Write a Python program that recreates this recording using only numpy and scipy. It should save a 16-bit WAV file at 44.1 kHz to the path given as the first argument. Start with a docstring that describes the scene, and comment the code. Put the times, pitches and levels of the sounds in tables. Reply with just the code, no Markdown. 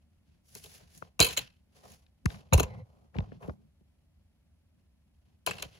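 """Rumble and hiss lie throughout under a quiet furnished room, as coloured noise. On a carpet a thin plastic
disc case is turned, its sleeve rubbed by the fingers (grainy noise), and latches and ribs begin to crack
(noise bursts on resonances). As it is pried open the freed cover shudders; dry taps and dull knocks
(smooth pulses) follow, and the open cover quivers in narrow tones. After a lull it is pushed shut with cracks.
The hand-held recorder knocks against the case; its stereo stage turns the phase and lets the bass arrive late."""
import sys
import numpy as np
from scipy import signal
from scipy.fft import rfft, irfft, next_fast_len
from scipy.io import wavfile

SR = 44100
rng = np.random.default_rng(int(sys.argv[2]) if len(sys.argv) > 2 else 0)


def inscribe(sig):
    """Save sig as 16-bit PCM at rate SR to the path in sys.argv[1].

    A 1-D sig is mono; a 2-D sig holds one channel per row.
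    Samples are clipped to [-1, 1] before scaling.
    """
    pcm = np.round(np.clip(np.atleast_2d(sig).T, -1, 1) * 32767)
    wavfile.write(sys.argv[1], SR, pcm.astype(np.int16))


N = 255339  # samples

# Spectrum of the room rumble. Each row: frequency in Hz, relative density in dB.
RUMBLE_SPECTRUM = [(12, -51.5), (20, -21.5), (52, -3.5), (76, 4), (95, -2), (120, -16.5), (225, -13.5),
                   (380, -27), (464, -37.5), (555, -26), (1500, -41.5), (1950, -69.5), (3300, -120)]
# Spectrum of the hiss. Each row: frequency in Hz, relative density in dB.
HISS_SPECTRUM = [(700, -24.5), (1200, -3.5), (2500, -0.5), (5000, -6), (7000, -5), (9000, 0), (11000, 3),
                 (14000, -1), (16500, -9)]
RUMBLE_DB, HISS_DB = -67.5, -80  # rms levels

# Strokes of the hands. Each row: start in seconds, swell before it in seconds, length in seconds, then five
# levels in dB: skin sliding on the sleeve, its treble, walls of the case, hollow body, shaking of the recorder.
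STROKES = [(0.28, 0.06, 0.07, -81, -87, -84, -89, -70), (0.47, 0.06, 0.05, -81, -67, -83, -87, -74),
           (0.555, 0.07, 0.022, -60.5, -51, -66, -65.5, -56.5),
           (0.635, 0.05, 0.04, -66.5, -55, -67, -70, -60),
           (0.709, 0.08, 0.052, -62.5, -56, -66, -67.5, -64),
           (0.799, 0.05, 0.04, -68, -71.5, -79, -70, -60.5), (0.88, 0.05, 0.041, -73.5, -73, -83, -78, -74),
           (0.954, 0.08, 0.027, -66.5, -58.5, -77, -73, -59),
           (1.027, 0.027, 0.03, -72.5, -78, -74.5, -64, -61.5),
           (1.211, 0.015, 0.11, -47.5, -54, -50, -58.5, -50.5),
           (1.379, 0.015, 0.04, -50.5, -58, -48.5, -63.5, -52.5),
           (1.5, 0.06, 0.07, -88, -86, -80, -98, -76.5), (1.767, 0.08, 0.05, -70, -69, -77.5, -67.5, -66),
           (1.839, 0.05, 0.02, -67, -66, -76, -55.5, -60),
           (1.88, 0.08, 0.06, -65.5, -61, -73, -66.5, -62.5),
           (1.992, 0.05, 0.05, -82, -80, -85.5, -78, -78),
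           (2.274, 0.03, 0.085, -61.5, -63.5, -70.5, -56, -47),
           (2.389, 0.05, 0.07, -78, -84, -77, -66.5, -62), (2.543, 0.03, 0.08, -52, -72, -54.5, -46, -41.5),
           (2.678, 0.05, 0.11, -75, -81.5, -76, -58, -49.5),
           (2.857, 0.05, 0.2, -88.5, -86.5, -85.5, -70, -65),
           (3.151, 0.03, 0.07, -71.5, -78, -73, -53, -44.5),
           (3.259, 0.05, 0.1, -78, -94, -76.5, -69, -50.5),
           (3.425, 0.04, 0.025, -78, -68.5, -74, -48.5, -49.5),
           (3.47, 0.05, 0.04, -76, -74, -78, -61.5, -48), (3.57, 0.05, 0.073, -94, -99, -92, -81, -59),
           (5.272, 0.07, 0.06, -87, -91, -87, -84, -71), (5.483, 0.015, 0.03, -51, -55, -45, -50, -48),
           (5.54, 0.04, 0.11, -59, -61.5, -55.5, -55.5, -56.5), (5.7, 0.05, 0.1, -70, -73, -69.5, -71, -66)]
# The same five levels in dB while the hands are still.
RESTING_GRIP_DB = (-92, -93, -95, -89.5, -73.5)
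SWELL_DB, STROKE_FALL_DB_PER_S = 30, 300  # gain over the swell; decay after the hold
# Spectrum of skin sliding on the sleeve. Each row: frequency in Hz, relative density in dB.
SLIDE_SPECTRUM = [(900, -18), (1600, -1.5), (2500, -3), (4000, -4.5), (6500, -2.5), (8500, -5), (10500, 0),
                  (13000, -5.5), (15500, -11.5)]

# Resonances of the case. Each row: frequency in Hz, width in Hz, level in dB.
CASE_MODES = [(260, 44, -4.5), (426, 85, -1), (534, 150, -0.5), (692, 140, -1.5), (833, 47, -8.5),
              (983, 100, -4), (1586.5, 420, -7.5), (2165, 220, -7), (2640, 250, 1.5), (2851, 380, -1),
              (3060, 260, -2), (3440, 980, -7), (4110, 240, -3), (5200, 2100, -5), (6917, 870, 5.5),
              (7830, 2100, 6), (9300, 3600, 6.5), (12900, 580, -1.5), (14800, 5400, -4.5)]
BODY_TOP_HZ, RIBS_FROM_HZ, TREBLE_FROM_HZ = 1300, 3000, 5000

# Cracks of the plastic. Each row: start in seconds, driving level in dB, hollow body, ribs and treble in dB
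# over it, decay time t60 of the spray in seconds, left over right in dB.
CRACKS = [(0.55, -35.5, 2, -2, -4, 0.031, 4), (0.583, -52, -13, 0, 10, 0.022, -2.5),
          (0.638, -38.5, -1, 5, 0, 0.046, 2), (0.658, -42, 3.5, 6, 1.5, 0.026, 5),
          (0.802, -49.5, 10, -3, -14, 0.022, 4), (0.975, -50, -11.5, 0, 9, 0.039, 0),
          (1.192, -11, 3, 0, -5, 0.02, -4.5), (1.202, -8.5, -8, 2, -1, 0.042, -1.5),
          (1.209, -13, -9, 5, -6, 0.081, -3), (1.365, -19, -5.5, 0.5, -12, 0.035, 1),
          (1.372, -8, -14.5, 1.5, -4, 0.043, 0), (1.389, -19.5, -8.5, 11, -5, 0.018, 1.5),
          (1.917, -45, -2.5, -6, 3, 0.027, 1.5), (2.523, -20.5, 14, -5, -30, 0.052, -3),
          (2.532, -10.5, -4, -6, -5.5, 0.038, 16), (2.54, -15, -8.5, -4, -2, 0.011, 9),
          (2.55, -23.5, -13.5, -4, -10, 0.02, 7.5), (2.576, -21, 5.5, -3, -1.5, 0.036, 1),
          (2.588, -22.5, -5, -5.5, -12.5, 0.02, 16), (2.596, -11.5, 3.5, -6, -7.5, 0.02, 16),
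          (2.601, -20, -2.5, -4, 2.5, 0.019, 4.5), (2.625, -28, 1.5, -4.5, -28, 0.05, 6.5),
          (2.63, -22, -8, -6, -7, 0.025, 16), (5.462, -16, -5.5, -1, -10.5, 0.03, 14.5),
          (5.471, -12, -7, -10, -9.5, 0.026, 5), (5.482, -23, -1.5, -2, -9, 0.039, 10.5),
          (5.508, -15, -14, -9, -12, 0.032, 5), (5.552, -35, -7.5, -2, -11, 0.03, 7),
          (5.582, -22.5, -9, -2.5, -15, 0.019, -6), (5.596, -35, -0.5, 1, -12, 0.043, 9),
          (5.622, -17, -8, -0.5, -10, 0.032, 0), (5.635, -33, 1.5, 4, -23, 0.022, 7)]
CRACK_RISE_S = 0.0012  # time constant
# Shudder of the freed cover: evenly paced cracks, each weaker than the last.
SHUDDERS, SHUDDER_FROM_S, SHUDDER_EVERY_S, SHUDDER_T60_S = 6, 1.2225, 0.0208, 0.07
SHUDDER_DB, SHUDDER_LOSS_DB = -14, 4.5  # first level; loss per crack
SHUDDER_BODY_DB, SHUDDER_RIBS_DB, SHUDDER_TREBLE_DB = -7, 4, -1  # over the driving level

ROOM_T60_S, ROOM_DB, WALL_CUT_HZ = 0.26, -15.5, 1400  # above the cut the tail dies twice as fast

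# Dry taps of fingers, recorder and case on one another. Each row: start in seconds, peak in dB before
# panning, centre in Hz, decay time t60 in seconds, left over right in dB.
TAPS = [(0.551, -29.5, 9000, 0.007, -3), (1.0223, -32, 875, 0.011, 9), (1.202, -3, 4994, 0.0056, -2),
        (1.203, -15, 480, 0.032, 0.5), (2.064, -58.5, 2560, 0.016, 10), (2.2565, -24, 6490, 0.011, -7.5),
        (2.258, -23, 1450, 0.011, 14.5), (2.302, -41, 2020, 0.017, 15.5), (2.343, -47, 1460, 0.03, 11.5),
        (2.37, -56, 2034, 0.015, 15), (2.5246, -15.5, 874, 0.009, -3.5), (3.142, -51, 1302, 0.071, 16),
        (3.153, -33.5, 502, 0.023, 6), (3.164, -51, 1980, 0.017, 25), (3.185, -32, 2340, 0.0053, 17),
        (3.186, -32.5, 613, 0.037, 0), (3.203, -52, 2240, 0.015, 25), (3.204, -35, 590, 0.0096, -2),
        (3.318, -49.5, 1270, 0.026, 11), (3.322, -46, 300, 0.04, 0.5), (3.425, -53.5, 1670, 0.14, 15.5),
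        (3.484, -31.5, 262, 0.054, -2), (3.495, -57, 3500, 0.018, 3), (3.493, -32, 876, 0.024, 8),
        (3.502, -35, 445, 0.012, 2), (3.807, -58, 320, 0.041, 9), (5.464, -20.5, 8000, 0.012, -4),
        (5.469, -26, 790, 0.085, 10.5), (5.624, -26.5, 8000, 0.012, -8)]
TAP_RISE_S = 0.00078  # time constant
TAP_SPAN = 1.69  # the band reaches this factor above and below its centre

# Dull knocks. Each row: centre in seconds, peak in dB before the high-pass, contact time in ms
# (centre to 1/e), direction as 1 for a push or -1 for a pull.
KNOCKS = [(1.0185, -36.5, 0.84, 1), (1.1971, -13, 1.4, 1), (1.2163, -20.5, 1.06, 1),
          (1.3732, -35.5, 2.6, 1), (2.254, -9.5, 1.29, 1), (2.521, -6, 2, 1), (2.5393, -1.5, 3.1, -1),
          (2.5788, -15, 1.5, 1), (2.5963, -19, 1.8, 1), (2.6244, -19, 2.5, 1), (3.1515, -24, 2.5, 1),
          (3.1817, -14, 1.36, 1), (3.2029, -24.5, 2.56, 1), (3.3195, -31, 0.67, 1), (3.482, -20.5, 0.77, 1),
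          (5.4674, -36.5, 1.9, 1), (5.5073, -40, 1, 1), (5.6253, -37.5, 3.9, 1), (5.6531, -35.5, 1.1, 1)]

# Quiver of the open cover after the hardest knock. Each row: time in seconds, level in dB.
QUIVER = [(2.62, -90), (2.656, -49.5), (2.741, -47.5), (2.759, -56.5), (2.819, -54), (2.846, -78),
          (2.9, -75.5)]
# Tones the cover hums with. Each row: frequency in Hz, width in Hz, level in dB.
COVER_TONES = [(109.1, 20, 7), (514.8, 24, -5.5), (830, 88, -16), (2050, 340, -14.5), (4040, 170, -29)]

# Phase by which the left channel leads; in the treble a plain delay. Each row: frequency in Hz, lead in radians.
LEFT_LEAD = [(0, 0), (110, .05), (170, .9), (260, 3.1), (500, 6.0), (1000, 8.0), (1600, 9.4), (2700, 12.0),
             (4100, 12.8), (6300, 12.5), (10900, 6.3), (15500, 0), (22050, -9)]
BASS_LAG_CYCLES = 1.6
STOP_HZ = 17000


def from_db(db):
    """Decibel law: amplitude ratio of a level."""
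    return 10 ** (np.asarray(db) / 20)


def rms_one(x):
    """Normalisation to unit mean power."""
    return x / np.sqrt(np.mean(x ** 2) + 1e-20)


def butter(x, hz, kind, order=2):
    """Maximally flat (Butterworth) filtering."""
    return signal.sosfilt(signal.butter(order, hz, kind, fs=SR, output="sos"), x)


def coloured(x, spectrum):
    """Spectral shaping on a log-frequency axis: -60 dB below the first point, the last held above; rms 1."""
    hz = np.fft.rfftfreq(N, 1 / SR) + 1  # +1 keeps the logarithm finite
    point_hz, point_db = np.transpose(spectrum)
    gain_db = np.interp(np.log(hz), np.log(point_hz), point_db, left=-60)
    return rms_one(irfft(rfft(x) * from_db(gain_db), N))


def resonate(x, hz, width):
    """Damped resonance: a two-pole filter with a gain of about 1 at its peak."""
    r = np.exp(-np.pi * width / SR)
    feedforward = [(1 - r * r) / 2, 0, (r * r - 1) / 2]
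    feedback = [1, -2 * r * np.cos(2 * np.pi * hz / SR), r * r]
    return signal.lfilter(feedforward, feedback, x + 1e-18)


def grains(spread_db, own):
    """Random micro-impacts: dense clicks of uneven size, a share of them opposed between the sides."""
    unevenness_db = spread_db * np.minimum(rng.exponential(1, N), 4)
    common, opposed = rng.standard_normal((2, N)) * from_db(unevenness_db)
    return rms_one(common + own * opposed * [[1], [-1]])


def spray(size, rise, t60):
    """Exponential decay: the envelope of a burst of micro-slips."""
    t = np.arange(size) / SR
    return (1 - np.exp(-t / rise)) * from_db(-60 * t / t60)


def sides(pan_db):
    """Level-difference panning: half the difference is added left and taken right."""
    half_db = np.clip(pan_db, -24, 24) / 2
    return from_db(np.array([[half_db], [-half_db]]))


def rumble():
    """Coloured noise: the low rumble of the room, alike on both sides."""
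    return from_db(RUMBLE_DB) * coloured(rng.standard_normal(N), RUMBLE_SPECTRUM)


def hiss():
    """Coloured noise: a hiss that differs widely between the sides."""
    return from_db(HISS_DB) * coloured(grains(spread_db=0.5, own=2.8), HISS_SPECTRUM)


def strokes():
    """Addition of powers: each stroke swells, holds and dies away, giving five gains in time."""
    t = np.arange(0, N, 64) / SR
    power = from_db(RESTING_GRIP_DB)[:, None] ** 2 + 0 * t
    for start, swell, length, *levels_db in STROKES:
        swell_below_db = SWELL_DB * np.maximum(start - t, 0) / swell
        fall_below_db = STROKE_FALL_DB_PER_S * np.maximum(t - start - length, 0)
        stroke_db = np.subtract.outer(levels_db, swell_below_db + fall_below_db)
        power = power + from_db(stroke_db) ** 2
    return [np.interp(np.arange(N) / SR, t, np.sqrt(p)) for p in power]


def handling():
    """Stick-slip friction: skin hisses in grains, sets the case murmuring and shakes the recorder."""
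    slide_gain, bright_gain, walls_gain, body_gain, shake_gain = strokes()
    # skin sticks and slips
    uneven = from_db(2 * rms_one(butter(rng.standard_normal(N), 40, "low")))
    slide = coloured(uneven * grains(spread_db=3.0, own=0.92), SLIDE_SPECTRUM)
    dull = rms_one(butter(slide, TREBLE_FROM_HZ, "low", order=4))
    bright = rms_one(butter(slide, TREBLE_FROM_HZ, "high", order=4))

    rub = uneven * grains(spread_db=5.0, own=0.46)
    body, walls = np.zeros((2, N)), np.zeros((2, N))
    for hz, width, db in CASE_MODES:
        if hz < BODY_TOP_HZ:
            body += from_db(db) * resonate(rub, hz, width)
        elif BODY_TOP_HZ < hz < TREBLE_FROM_HZ:
            # the walls feel the unevenness twice
            walls += from_db(db) * resonate(uneven * rub, hz, width) * np.sqrt(1000 / width)
    body = rms_one(butter(body, 1100, "low"))  # a soft touch does not reach the upper modes
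    walls = rms_one(butter(walls, [900, 4500], "band"))

    shake = rms_one(butter(rng.standard_normal(N), [60, 230], "band", order=3))
    skin = slide_gain * dull + bright_gain * bright
    return skin + walls_gain * walls + body_gain * body + shake_gain * shake


def all_cracks():
    """Geometric decay at an even pace: the shudder of the cover, joined by the single cracks."""
    shudder = []
    for k in range(SHUDDERS):
        start = SHUDDER_FROM_S + SHUDDER_EVERY_S * k
        level_db = SHUDDER_DB - SHUDDER_LOSS_DB * k
        shudder.append((start, level_db, SHUDDER_BODY_DB, SHUDDER_RIBS_DB, SHUDDER_TREBLE_DB, SHUDDER_T60_S, 0))
    return shudder + CRACKS


def crack_colour_db(hz, body_db, ribs_db, treble_db):
    """Modal excitation by region: the part of the case that a resonance belongs to sets its level."""
    if hz < BODY_TOP_HZ:
        return body_db
    if hz < RIBS_FROM_HZ:
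        return 0
    return ribs_db if hz < TREBLE_FROM_HZ else treble_db


def cracks():
    """Modal excitation: a dying spray of micro-slips shakes every resonance with a strength of its own."""
    size, rows = 5000, all_cracks()
    slips = grains(spread_db=3.0, own=0.74)
    chance_db = rng.normal(0, 2.5, (len(rows), len(CASE_MODES)))
    sprays = [spray(size, CRACK_RISE_S, t60) * sides(pan_db) for *_, t60, pan_db in rows]
    out = np.zeros((2, N))
    for k, (hz, width, mode_db) in enumerate(CASE_MODES):
        force = np.zeros((2, N + size))
        for row, luck_db, burst in zip(rows, chance_db[:, k], sprays):
            start, level_db, body_db, ribs_db, treble_db, *_ = row
            colour_db = crack_colour_db(hz, body_db, ribs_db, treble_db)
            at = round(start * SR)
            force[:, at:at + size] += from_db(level_db + colour_db + mode_db + luck_db) * burst
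        # a narrow resonance takes less from the spray, so it is driven harder; signs alternate
        out += resonate(force[:, :N] * slips, hz, width) * np.sqrt(1000 / width) * (-1) ** k
    return out


def room(x):
    """Diffuse reverberation: a noise tail of its own on each side; the treble dies twice as fast."""
    t = np.arange(SR // 2) / SR
    noise = rng.standard_normal((2, len(t))) * (1 - np.exp(-t / .004))  # soft onset
    low = butter(noise, WALL_CUT_HZ, "low")
    tail = low * from_db(-60 * t / ROOM_T60_S) + (noise - low) * from_db(-120 * t / ROOM_T60_S)
    tail /= np.linalg.norm(tail[0])
    return signal.fftconvolve(x.mean(axis=0, keepdims=True), tail, axes=1)[:, :N]


def taps():
    """Heavily damped impact: no ring, only one broad colour set by the hardness of the contact."""
    size = 4000
    out = np.zeros((2, N + size))
    for start, peak_db, hz, t60, pan_db in TAPS:
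        # a steady push of 1.4 underlies the noise
        blow = spray(size, TAP_RISE_S, t60) * (rng.standard_normal(size) + 1.4)
        tap = butter(blow, [hz / TAP_SPAN, hz * TAP_SPAN], "band", order=3)
        at = round(start * SR)
        out[:, at:at + size] += from_db(peak_db) * tap / np.abs(tap).max() * sides(pan_db)
    return out[:, :N]


def knocks():
    """Soft contact: one smooth push or pull; the microphone keeps no static pressure."""
    out, t = np.zeros(N), np.arange(-1000, 1000) / SR
    for centre, peak_db, contact_ms, way in KNOCKS:
        at = round(centre * SR)
        push = np.exp(-(1000 * t / contact_ms) ** 2)
        out[at - 1000:at + 1000] += way * from_db(peak_db) * push
    return butter(out, 58, "high", order=4)


def cover():
    """Narrow-band resonance: the quivering cover keeps a few tones alive."""
    noise, tones = rng.standard_normal(N), np.zeros(N)
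    for hz, width, db in COVER_TONES:
        tone = resonate(resonate(noise, hz, width), hz, width)
        tones += from_db(db) * rms_one(tone)
    level_db = np.interp(np.arange(N) / SR, *np.transpose(QUIVER), left=-200, right=-200)
    return from_db(level_db) * tones


def stereo_stage(x):
    """Phase dispersion: the channels differ in phase, and low notes lag by a number of cycles."""
    mid = x.mean(axis=0)
    side = butter((x[0] - x[1]) / 2, [300, 6200], "band", order=3)  # bass and treble come from one port
    size = next_fast_len(N + SR // 2)
    hz = np.fft.rfftfreq(size, 1 / SR)
    lead = np.interp(hz, *np.transpose(LEFT_LEAD))
    lag = 2 * np.pi * BASS_LAG_CYCLES * np.log(hz + 25)  # delay is cycles / (hz + 25)
    turn = np.exp(1j * (np.array([lead / 2, -lead / 2]) - lag))
    return irfft(rfft([mid + side, mid - side], size) * turn, size)[:, :N]


def scene():
    """Superposition: all sources add; the room answers the cracks, and the rumble skips the stereo stage."""
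    case = cracks()
    reverberation = from_db(ROOM_DB) * room(case)
    near = handling() + case + reverberation + taps() + knocks() + cover()
    return stereo_stage(near + hiss()) + rumble()


def record(dry):
    """Band limiting: a steep low-pass cuts the top."""
    return signal.sosfilt(signal.cheby2(12, 70, STOP_HZ, fs=SR, output="sos"), dry)


dry = scene()
out = record(dry)
inscribe(out)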